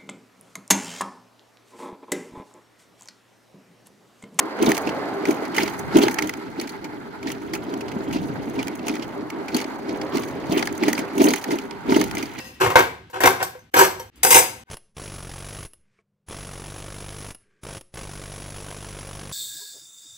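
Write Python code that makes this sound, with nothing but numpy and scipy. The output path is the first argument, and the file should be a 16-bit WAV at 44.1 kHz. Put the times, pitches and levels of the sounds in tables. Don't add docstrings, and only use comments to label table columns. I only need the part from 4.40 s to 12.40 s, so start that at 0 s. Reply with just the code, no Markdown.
import sys
import numpy as np
from scipy import signal
from scipy.fft import rfft, irfft
from scipy.io import wavfile
from scipy.ndimage import uniform_filter1d

SR = 44100
rng = np.random.default_rng(int(sys.argv[2]) if len(sys.argv) > 2 else 0)


def dump_mix(stems):
    frames = np.atleast_2d(stems).T
    limited = np.clip(frames, -1, 1)
    pcm = np.round(limited * 32767).astype(np.int16)
    wavfile.write(sys.argv[1], SR, pcm)


N = 352800
OPPOSITE = np.array([[1], [-1]])


def undb(db):
    return 10 ** (np.asarray(db) / 20)


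def level(x, db=0):
    return x * undb(db) / np.sqrt(np.mean(x ** 2))


def unit(x):
    return x / abs(x).max()


def band(x, hz, width_hz):
    return signal.lfilter(*signal.iirpeak(hz, hz / width_hz, fs=SR), x)


def twice(x, hz, width_hz):
    return band(band(x, hz, width_hz), hz, width_hz)


def ring(x, modes):
    return sum(undb(db) * twice(x, hz, 1.49 * width_hz) for hz, width_hz, db in modes)


def pair(size, alike):
    mid, side = rng.standard_normal((2, size))
    return np.sqrt(1 + alike) * mid + np.sqrt(1 - alike) * side * OPPOSITE


def walk(rate):
    hold = int(SR / rate)
    steps = np.repeat(rng.standard_normal(N // hold + 1), hold)
    slewed = uniform_filter1d(uniform_filter1d(steps, hold), hold)
    return 2.57 * slewed[:N]


def curves(table):
    times_s, *columns = np.transpose(table)
    return [np.interp(np.arange(N) / SR, times_s, column) for column in columns]


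def add(out, s, sound):
    at = int(s * SR)
    out[:, at:at + sound.shape[1]] += sound[:, :N - at]


def late_left(x, ms):
    turn = np.exp(-2j * np.pi * np.arange(N // 2 + 1) * SR / N * ms / 1000)
    return np.array([irfft(rfft(x[0]) * turn, N), x[1]])


def hiss(modes, alike, flicker_db):
    return level(sum(undb(flicker_db * walk(12)) * ring(pair(N, alike), [mode]) for mode in modes))


def ticking(rate, spread_db, smear_s, alike):
    size_db = spread_db * np.minimum(rng.exponential(size=N), 3.5)
    ticks = (rng.random(N) < rate / SR) * undb(size_db)
    smeared = signal.lfilter([1], [1, -np.exp(-1 / (smear_s * SR))], ticks)
    return pair(N, alike) * (uniform_filter1d(smeared, size=70) + 0.45)


def wind(db):
    gusts = pair(N, 0.091) * undb(walk(25))
    return undb(db) * level(ring(gusts, [(139, 122, 5.0), (70, 86, -1.5), (35, 36, -7.0)]))


# start in seconds, length in seconds, pitch in Hz, peak level in dB.
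THIN_TONES = [(3.09, .15, 7300, -66), (3.2, .11, 4950, -62), (3.54, .17, 7250, -63)]


def thin_tones():
    out, waver = np.zeros((2, N)), walk(30)
    for s, length_s, hz, db in THIN_TONES:
        size = int(length_s * SR)
        pitch_hz = hz * (1 + 0.0022 * waver[int(s * SR):][:size])
        tone = np.sin(2 * np.pi * np.cumsum(pitch_hz) / SR)
        add(out, s, undb(db) * signal.windows.tukey(size, .6) * tone * np.ones((2, 1)))
    return out


# centre in Hz, width in Hz, relative gain in dB.
TRAFFIC_MODES = [(438, 325, 1), (703, 320, -2), (1060, 270, -5), (1580, 450, -12), (2080, 210, -14.5),
                 (4470, 480, -20.5)]


def road(db):
    return undb(db) * hiss(TRAFFIC_MODES, 0.9, 1.7)


# centre in Hz, width in Hz, relative gain in dB.
WHIRR_MODES = [(868, 168, 8), (1420, 400, 3), (2053, 310, -1.5), (3360, 2200, -20.5), (4320, 770, -15),
               (7400, 420, -23), (11600, 3100, -27)]


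def whirr(db):
    return undb(db + 1.23 * walk(70)) * hiss(WHIRR_MODES, 0.41, 0.53)


# start of the full shake in seconds, hold in ms, drone of the body in dB,
# chatter of loose parts in dB.
JOLTS = [(0.222, 81, -16.5, -32), (0.47, 20, -27, -45), (0.88, 11, -20.5, -37), (1.19, 40, -22.5, -31),
         (1.562, 80, -16.5, -31.5), (1.838, 6.4, -22.5, -39.5), (2.2, 28, -25.5, -44.5),
         (2.87, 15, -25.5, -39.5), (3.14, 8.2, -40, -50), (3.75, 18, -30, -43.5), (4.16, 47, -27, -46),
         (4.48, 16, -32, -40.5), (5.149, 18, -21, -36), (5.488, 28, -24.5, -44), (5.749, 10, -20, -34.5),
         (6.12, 62, -19, -34), (6.428, 71, -21, -36), (6.81, 77, -15.5, -29.5), (7.1, 45, -22.5, -41),
         (7.498, 110, -18, -34), (7.79, 26, -27.5, -38), (7.99, 10, -38, -41)]
RISE_DB_PER_S = 395


def shaking(grit_db, jolts_db, fall_db_per_s):
    t, power = np.arange(0, N, 64) / SR, 0
    for (s, hold_ms, *_), db in zip(JOLTS, jolts_db):
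        rise_db = RISE_DB_PER_S * np.maximum(s - t, 0)
        fall_db = fall_db_per_s * np.maximum(t - s - hold_ms / 1000, 0)
        power = power + undb(db - rise_db - fall_db) ** 2
    return 10 * np.log10(undb(grit_db) ** 2 + np.interp(np.arange(N) / SR, t, power))


# centre in Hz, width in Hz, relative gain in dB.
PANEL_MODES = [(863, 96, 6), (1365, 550, -1), (2176, 660, 18.5), (3044, 740, 14.5), (4220, 1610, 11.5),
               (6510, 600, 16.5), (8300, 1500, 2), (10300, 3100, 9.5), (13800, 3600, 7.5)]
LOW_PANELS, PANELS, EDGES = PANEL_MODES[:2], PANEL_MODES[2:5], PANEL_MODES[5:]


def chatter(db, bright_db):
    crunch = sum(ring(ticking(130, 3.2, 0.0057, 0.54), [mode]) for mode in PANELS)
    edges = ring(ticking(90, 3.5, 0.003, 0.045), EDGES)
    thin_ring = ring(ticking(60, 2.3, .015, .1), [(15000, 350, 0)])
    thin_db = -14 + .72 * (db + bright_db + 50)
    bright = level(edges) + undb(thin_db) * level(thin_ring)
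    return undb(db) * (level(crunch) + undb(bright_db) * bright)


# time in seconds, peak of the ringing panel in dB, its ring in Hz,
# bright crack relative to that peak in dB, time to fall 60 dB in ms.
PLASTIC_CLACKS = [(0.226, -22, 2620, 6.5, 23), (0.262, -19.5, 3760, -5, 50), (0.29, -22, 2110, 2, 42),
                  (0.318, -9, 1870, -3.5, 11), (0.346, -32, 2980, 9.5, 60), (0.368, -23, 2400, 1, 25),
                  (0.378, -20, 1910, 2, 26), (0.472, -24, 2490, -12, 32), (0.491, -25, 2800, -8, 35),
                  (0.854, -19, 2160, -7, 23), (0.908, -24, 2190, 1.5, 33), (1.051, -35, 2060, -2, 39),
                  (1.145, -25.5, 2000, -4, 72), (1.164, -20, 2800, 0, 45), (1.182, -8, 1960, -16, 28),
                  (1.208, -22, 2200, -11, 23), (1.232, -21.5, 5000, 4, 26), (1.279, -19.5, 2170, -7, 12),
                  (1.299, -46, 4680, 8, 27), (1.391, -46, 1830, 20, 37), (1.556, -23, 2660, -11, 42),
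                  (1.569, -18.5, 3230, 2, 38), (1.585, -20.5, 2600, 2, 40), (1.615, -21, 3000, -12, 69),
                  (1.625, -19.5, 3060, 0, 80), (1.634, -14.5, 4430, -16, 32), (1.683, -9.5, 2030, -9.5, 13),
                  (1.71, -27.5, 2130, 4, 60), (1.743, -26.5, 1600, 7, 17), (1.786, -11.5, 2130, -8, 35),
                  (1.823, -16.5, 2110, -5, 21), (1.872, -33, 3190, 10, 31), (1.894, -17.5, 2050, -4, 19),
                  (1.938, -25.5, 2050, -2, 16), (2.198, -24, 4360, -3, 25), (2.212, -28, 2200, 5, 33),
                  (2.273, -33, 2230, 1, 40), (2.292, -33, 4520, 3.5, 39), (2.443, -28, 2170, -5, 44),
                  (2.829, -31.5, 2230, -8, 27), (2.871, -26, 1940, -15, 26), (2.902, -24.5, 2000, -13, 18),
                  (2.917, -31.5, 2810, 7, 32), (3.134, -21, 2050, -3.5, 62), (3.15, -25, 2490, -0.5, 41),
                  (3.339, -32, 2120, -4, 22), (3.408, -29.5, 2600, -6, 45), (3.481, -34, 2920, -17, 56),
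                  (3.516, -33, 2430, -6, 39), (3.71, -32, 2130, -11, 31), (3.726, -27, 2870, -2.5, 90),
                  (3.755, -33, 2560, -9, 110), (4.098, -46, 1930, 13, 23), (4.189, -25, 2330, -18, 86),
                  (4.229, -25, 2940, -1.5, 14), (4.272, -27, 2140, -3, 15), (4.282, -25, 2160, 0, 12),
                  (4.353, -48.5, 1600, 17.5, 31), (4.393, -35, 2540, -18, 27), (4.468, -28.5, 2700, 0, 32),
                  (4.482, -17.5, 2450, -1.5, 30), (4.495, -22.5, 2420, -20, 20), (4.539, -30, 2050, -7, 33),
                  (4.554, -29.5, 2100, 0.5, 20), (4.565, -32, 2140, -19, 36), (4.595, -34, 2420, -21, 38),
                  (4.622, -29.5, 2900, -11, 76), (4.902, -25, 2240, -3, 19), (5.082, -28, 2370, -7, 48),
                  (5.145, -17, 4420, -5, 35), (5.166, -21, 2730, 7, 32), (5.181, -26, 2220, -20, 88),
                  (5.202, -23.5, 2120, -7, 27), (5.213, -28, 4460, -1, 43), (5.243, -25, 2100, -26, 24),
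                  (5.492, -29, 2180, -13, 32), (5.614, -27, 2210, -13, 34), (5.755, -27.5, 4330, -2, 39),
                  (5.771, -23.5, 2190, 0.5, 20), (5.781, -27, 2620, -7, 23), (5.834, -27, 2230, -3, 30),
                  (5.884, -39.5, 4600, 5, 38), (6.123, -25, 4500, 3, 24), (6.174, -19.5, 2950, -1, 64),
                  (6.193, -20, 2140, -4, 32), (6.226, -11.5, 2000, -18, 23), (6.254, -31, 3080, 3, 40),
                  (6.273, -17, 1860, -2, 17), (6.326, -39, 1920, 12, 20), (6.378, -36, 1670, 9.5, 19),
                  (6.435, -16, 2110, -8, 30), (6.481, -15.5, 2110, -3, 53), (6.5, -29, 1930, 3, 26),
                  (6.53, -15.5, 1960, 1, 19), (6.551, -24, 4700, -7, 25), (6.578, -21, 2400, -5, 38),
                  (6.59, -24, 2170, 1, 44), (6.779, -26.5, 2920, 5, 35), (6.801, -32, 3110, -23, 52),
                  (6.817, -22, 2180, 6, 33), (6.84, -24, 2740, 11, 39), (6.885, -17.5, 4480, 1, 45),
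                  (6.905, -21.5, 2190, 4.5, 36), (6.936, -8.5, 2010, -5, 23), (6.959, -27.5, 2400, 6, 27),
                  (7.013, -40, 1680, 6.5, 48), (7.041, -21.5, 1860, 0, 22), (7.107, -21.5, 2140, -12, 21),
                  (7.113, -24, 2100, -1, 80), (7.186, -27, 2800, -3, 26), (7.31, -27, 2360, -27, 14),
                  (7.506, -26, 2220, -2, 30), (7.521, -18, 2030, -16, 35), (7.543, -19.5, 3030, -12, 41),
                  (7.561, -19, 2000, 0, 60), (7.613, -14, 1960, -0.5, 21), (7.64, -27, 2160, 6.5, 23),
                  (7.712, -22, 2090, -6, 14), (7.751, -29.5, 2100, 8, 26), (7.77, -21, 2130, -19, 24),
                  (7.781, -32, 5160, 8, 27), (7.825, -22, 2270, -3, 52), (7.856, -33, 4670, -7, 25),
                  (7.988, -33, 2170, 5, 20)]
PASS_WIDTH_HZ = 600


def clacks():
    out, ms = np.zeros((2, N)), np.arange(2000) * 1000 / SR
    for s, db, hz, crack_db, t60_ms in PLASTIC_CLACKS:
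        burst = (1 - np.exp(-ms / (0.039 * t60_ms))) * undb(-60 * ms / t60_ms)
        panel, others, crack = [pair(len(ms), alike) * burst for alike in (0.8, 0.15, 0.026)]
        join_db = -0.25 * (db + 17.0)
        knock_db = -2.5 + 0.081 * (db + 6.5)
        sound = unit(twice(panel, hz, PASS_WIDTH_HZ))
        sound = sound + undb(join_db) * unit(ring(others, PANELS))
        sound = sound + undb(knock_db) * unit(ring(others, LOW_PANELS))
        sound = sound + undb(crack_db) * unit(ring(crack, EDGES))
        lean_db = 0.77 * rng.standard_normal() * OPPOSITE
        add(out, s - .0008, sound * undb(db + lean_db))
    return out


# centre in Hz, width in Hz, relative gain in dB.
BODY_MODES = [(241, 76, -6.5), (292, 77.3, 3.5), (390.3, 19, 4), (647, 106, -9.5), (920, 77, -11),
              (1420, 210, -20)]


def drone(db):
    body = level(ring(pair(N, 0.92) * undb(1.23 * walk(45)), BODY_MODES))
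    shudder = level(ring(pair(N, 0.22), [(118, 137, 0.0), (50.3, 97, 3.0)]), -23.5)
    return undb(db) * (body + shudder)


# start in seconds, peak of the swell in dB, ring in Hz.
TYRE_BLOWS = [(0.199, -26, 310), (0.227, -8, 353), (0.278, -5.5, 290), (0.379, -27, 356),
              (0.835, -16.5, 389), (0.888, -8, 342), (1.021, -18.5, 410), (1.175, -18.5, 417),
              (1.231, -9.5, 308), (1.534, -18, 358), (1.557, -0.5, 321), (1.58, -4.5, 306),
              (1.632, -6.5, 360), (1.665, -10.5, 357), (1.842, -32, 288), (2.186, -20, 334),
              (2.532, -27, 302), (2.857, -19, 285), (3.133, -20.5, 305), (3.326, -27, 285),
              (3.562, -16.5, 218), (3.603, -20.5, 340), (3.757, -14.5, 269), (3.897, -19, 257),
              (4.18, -18, 276), (4.464, -18.5, 294), (4.496, -20, 310), (4.614, -25, 288),
              (4.826, -22, 287), (5.148, -14, 263), (5.25, -22, 320), (5.356, -23.5, 302),
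              (5.746, -12.5, 367), (6.093, -15.5, 196), (6.167, -8, 353), (6.336, -21.5, 297),
              (6.423, -14.5, 298), (6.478, -8.5, 306), (6.547, -27, 316), (6.587, -17, 268),
              (6.798, -8, 295), (6.811, -3, 310), (6.874, -9, 378), (6.935, -27, 283), (7.082, -25, 304),
              (7.13, -11.5, 285), (7.491, -9.5, 356), (7.518, -4.5, 280), (7.561, -3, 320),
              (7.771, -18, 304), (7.83, -18, 285)]
SWELL_MS = 4.9


def thumps():
    out, ms = np.zeros((2, N)), np.arange(3000) * 1000 / SR
    for (s, db, hz), start_turns in zip(TYRE_BLOWS, rng.random(len(TYRE_BLOWS))):
        x = ms / SWELL_MS
        push = (x * np.exp(1 - x)) ** 3.15
        swell = push * np.sin(2 * np.pi * (hz * ms / 1000 + start_turns))
        knock = unit(ring(pair(len(ms), 0.8) * push, BODY_MODES[3:]))
        add(out, s, undb(db) * (swell + undb(-9.0) * knock))
    return out


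# time in seconds, drone of the body in dB, chatter of loose parts in dB.
SLAB_GRIT = [(0.0, -33.5, -49), (0.18, -41, -60), (0.5, -31, -48.5), (1.1, -31.5, -48.5), (1.5, -32.5, -57),
             (2.1, -35.5, -53.5), (2.8, -37, -58.5), (3.1, -31.5, -51), (4.1, -31, -50.5),
             (4.4, -32, -51.5), (4.9, -31.5, -53), (5.3, -34, -53.5), (6.0, -32, -49), (6.7, -32, -48.5),
             (7.0, -35.5, -45), (7.4, -36.5, -56), (8.0, -37, -47.5)]
# time in seconds, traffic in dB, whirr of motor and tyres in dB, wind in dB.
SURROUNDINGS = [(0.0, -32, -38, -73), (0.4, -30, -36.5, -41), (0.8, -31, -37.5, -52),
                (1.51, -38.5, -34, -35), (2.16, -68, -41.5, -46), (3.4, -41.5, -44, -38.5),
                (3.88, -44.5, -43.5, -32), (4.5, -40.5, -43, -43.5), (5.3, -40.5, -40.5, -43),
                (5.72, -33, -46.5, -39), (6.3, -38, -37.5, -37.5), (6.66, -37.5, -38.5, -44),
                (7.1, -44, -40.5, -50), (7.7, -62, -40.5, -33.5), (8.0, -60, -44.5, -46.5)]
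DRONE_FALL, CHATTER_FALL, EDGE_FALL = 219, 158, 76
EDGE_DB = -9.5
SCOOTER_LAG_MS, BASKET_LAG_MS, ROAD_LAG_MS = .35, .02, -.11


def scene():
    grit_drone_db, grit_chatter_db = curves(SLAB_GRIT)
    jolt_drone_db, jolt_chatter_db = np.transpose(JOLTS)[2:]
    drone_db = shaking(grit_drone_db, jolt_drone_db, DRONE_FALL)
    chatter_db = shaking(grit_chatter_db, jolt_chatter_db, CHATTER_FALL)
    bright_db = EDGE_DB + shaking(grit_chatter_db, jolt_chatter_db, EDGE_FALL) - chatter_db
    road_db, whirr_db, wind_db = curves(SURROUNDINGS)
    beside = late_left(road(road_db) + whirr(whirr_db), ROAD_LAG_MS)
    basket = late_left(clacks() + chatter(chatter_db, bright_db), BASKET_LAG_MS)
    body = late_left(thumps() + drone(drone_db), SCOOTER_LAG_MS)
    return wind(wind_db) + thin_tones() + beside + basket + body


def record(dry):
    dry = signal.sosfilt(signal.butter(1, 60, "high", fs=SR, output="sos"), dry)
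    treble = signal.sosfilt(signal.butter(2, 350, "high", fs=SR, output="sos"), dry)
    wet = dry * undb(-.25 * OPPOSITE) - .11 * treble * OPPOSITE
    wet = wet + level(rng.standard_normal((2, N)), -71)
    wet = wet / (1 + abs(wet) ** 6) ** (1 / 6)
    return signal.sosfilt(signal.ellip(10, .2, 70, 15800, fs=SR, output="sos"), wet)


dry = scene()
out = record(dry)
dump_mix(out)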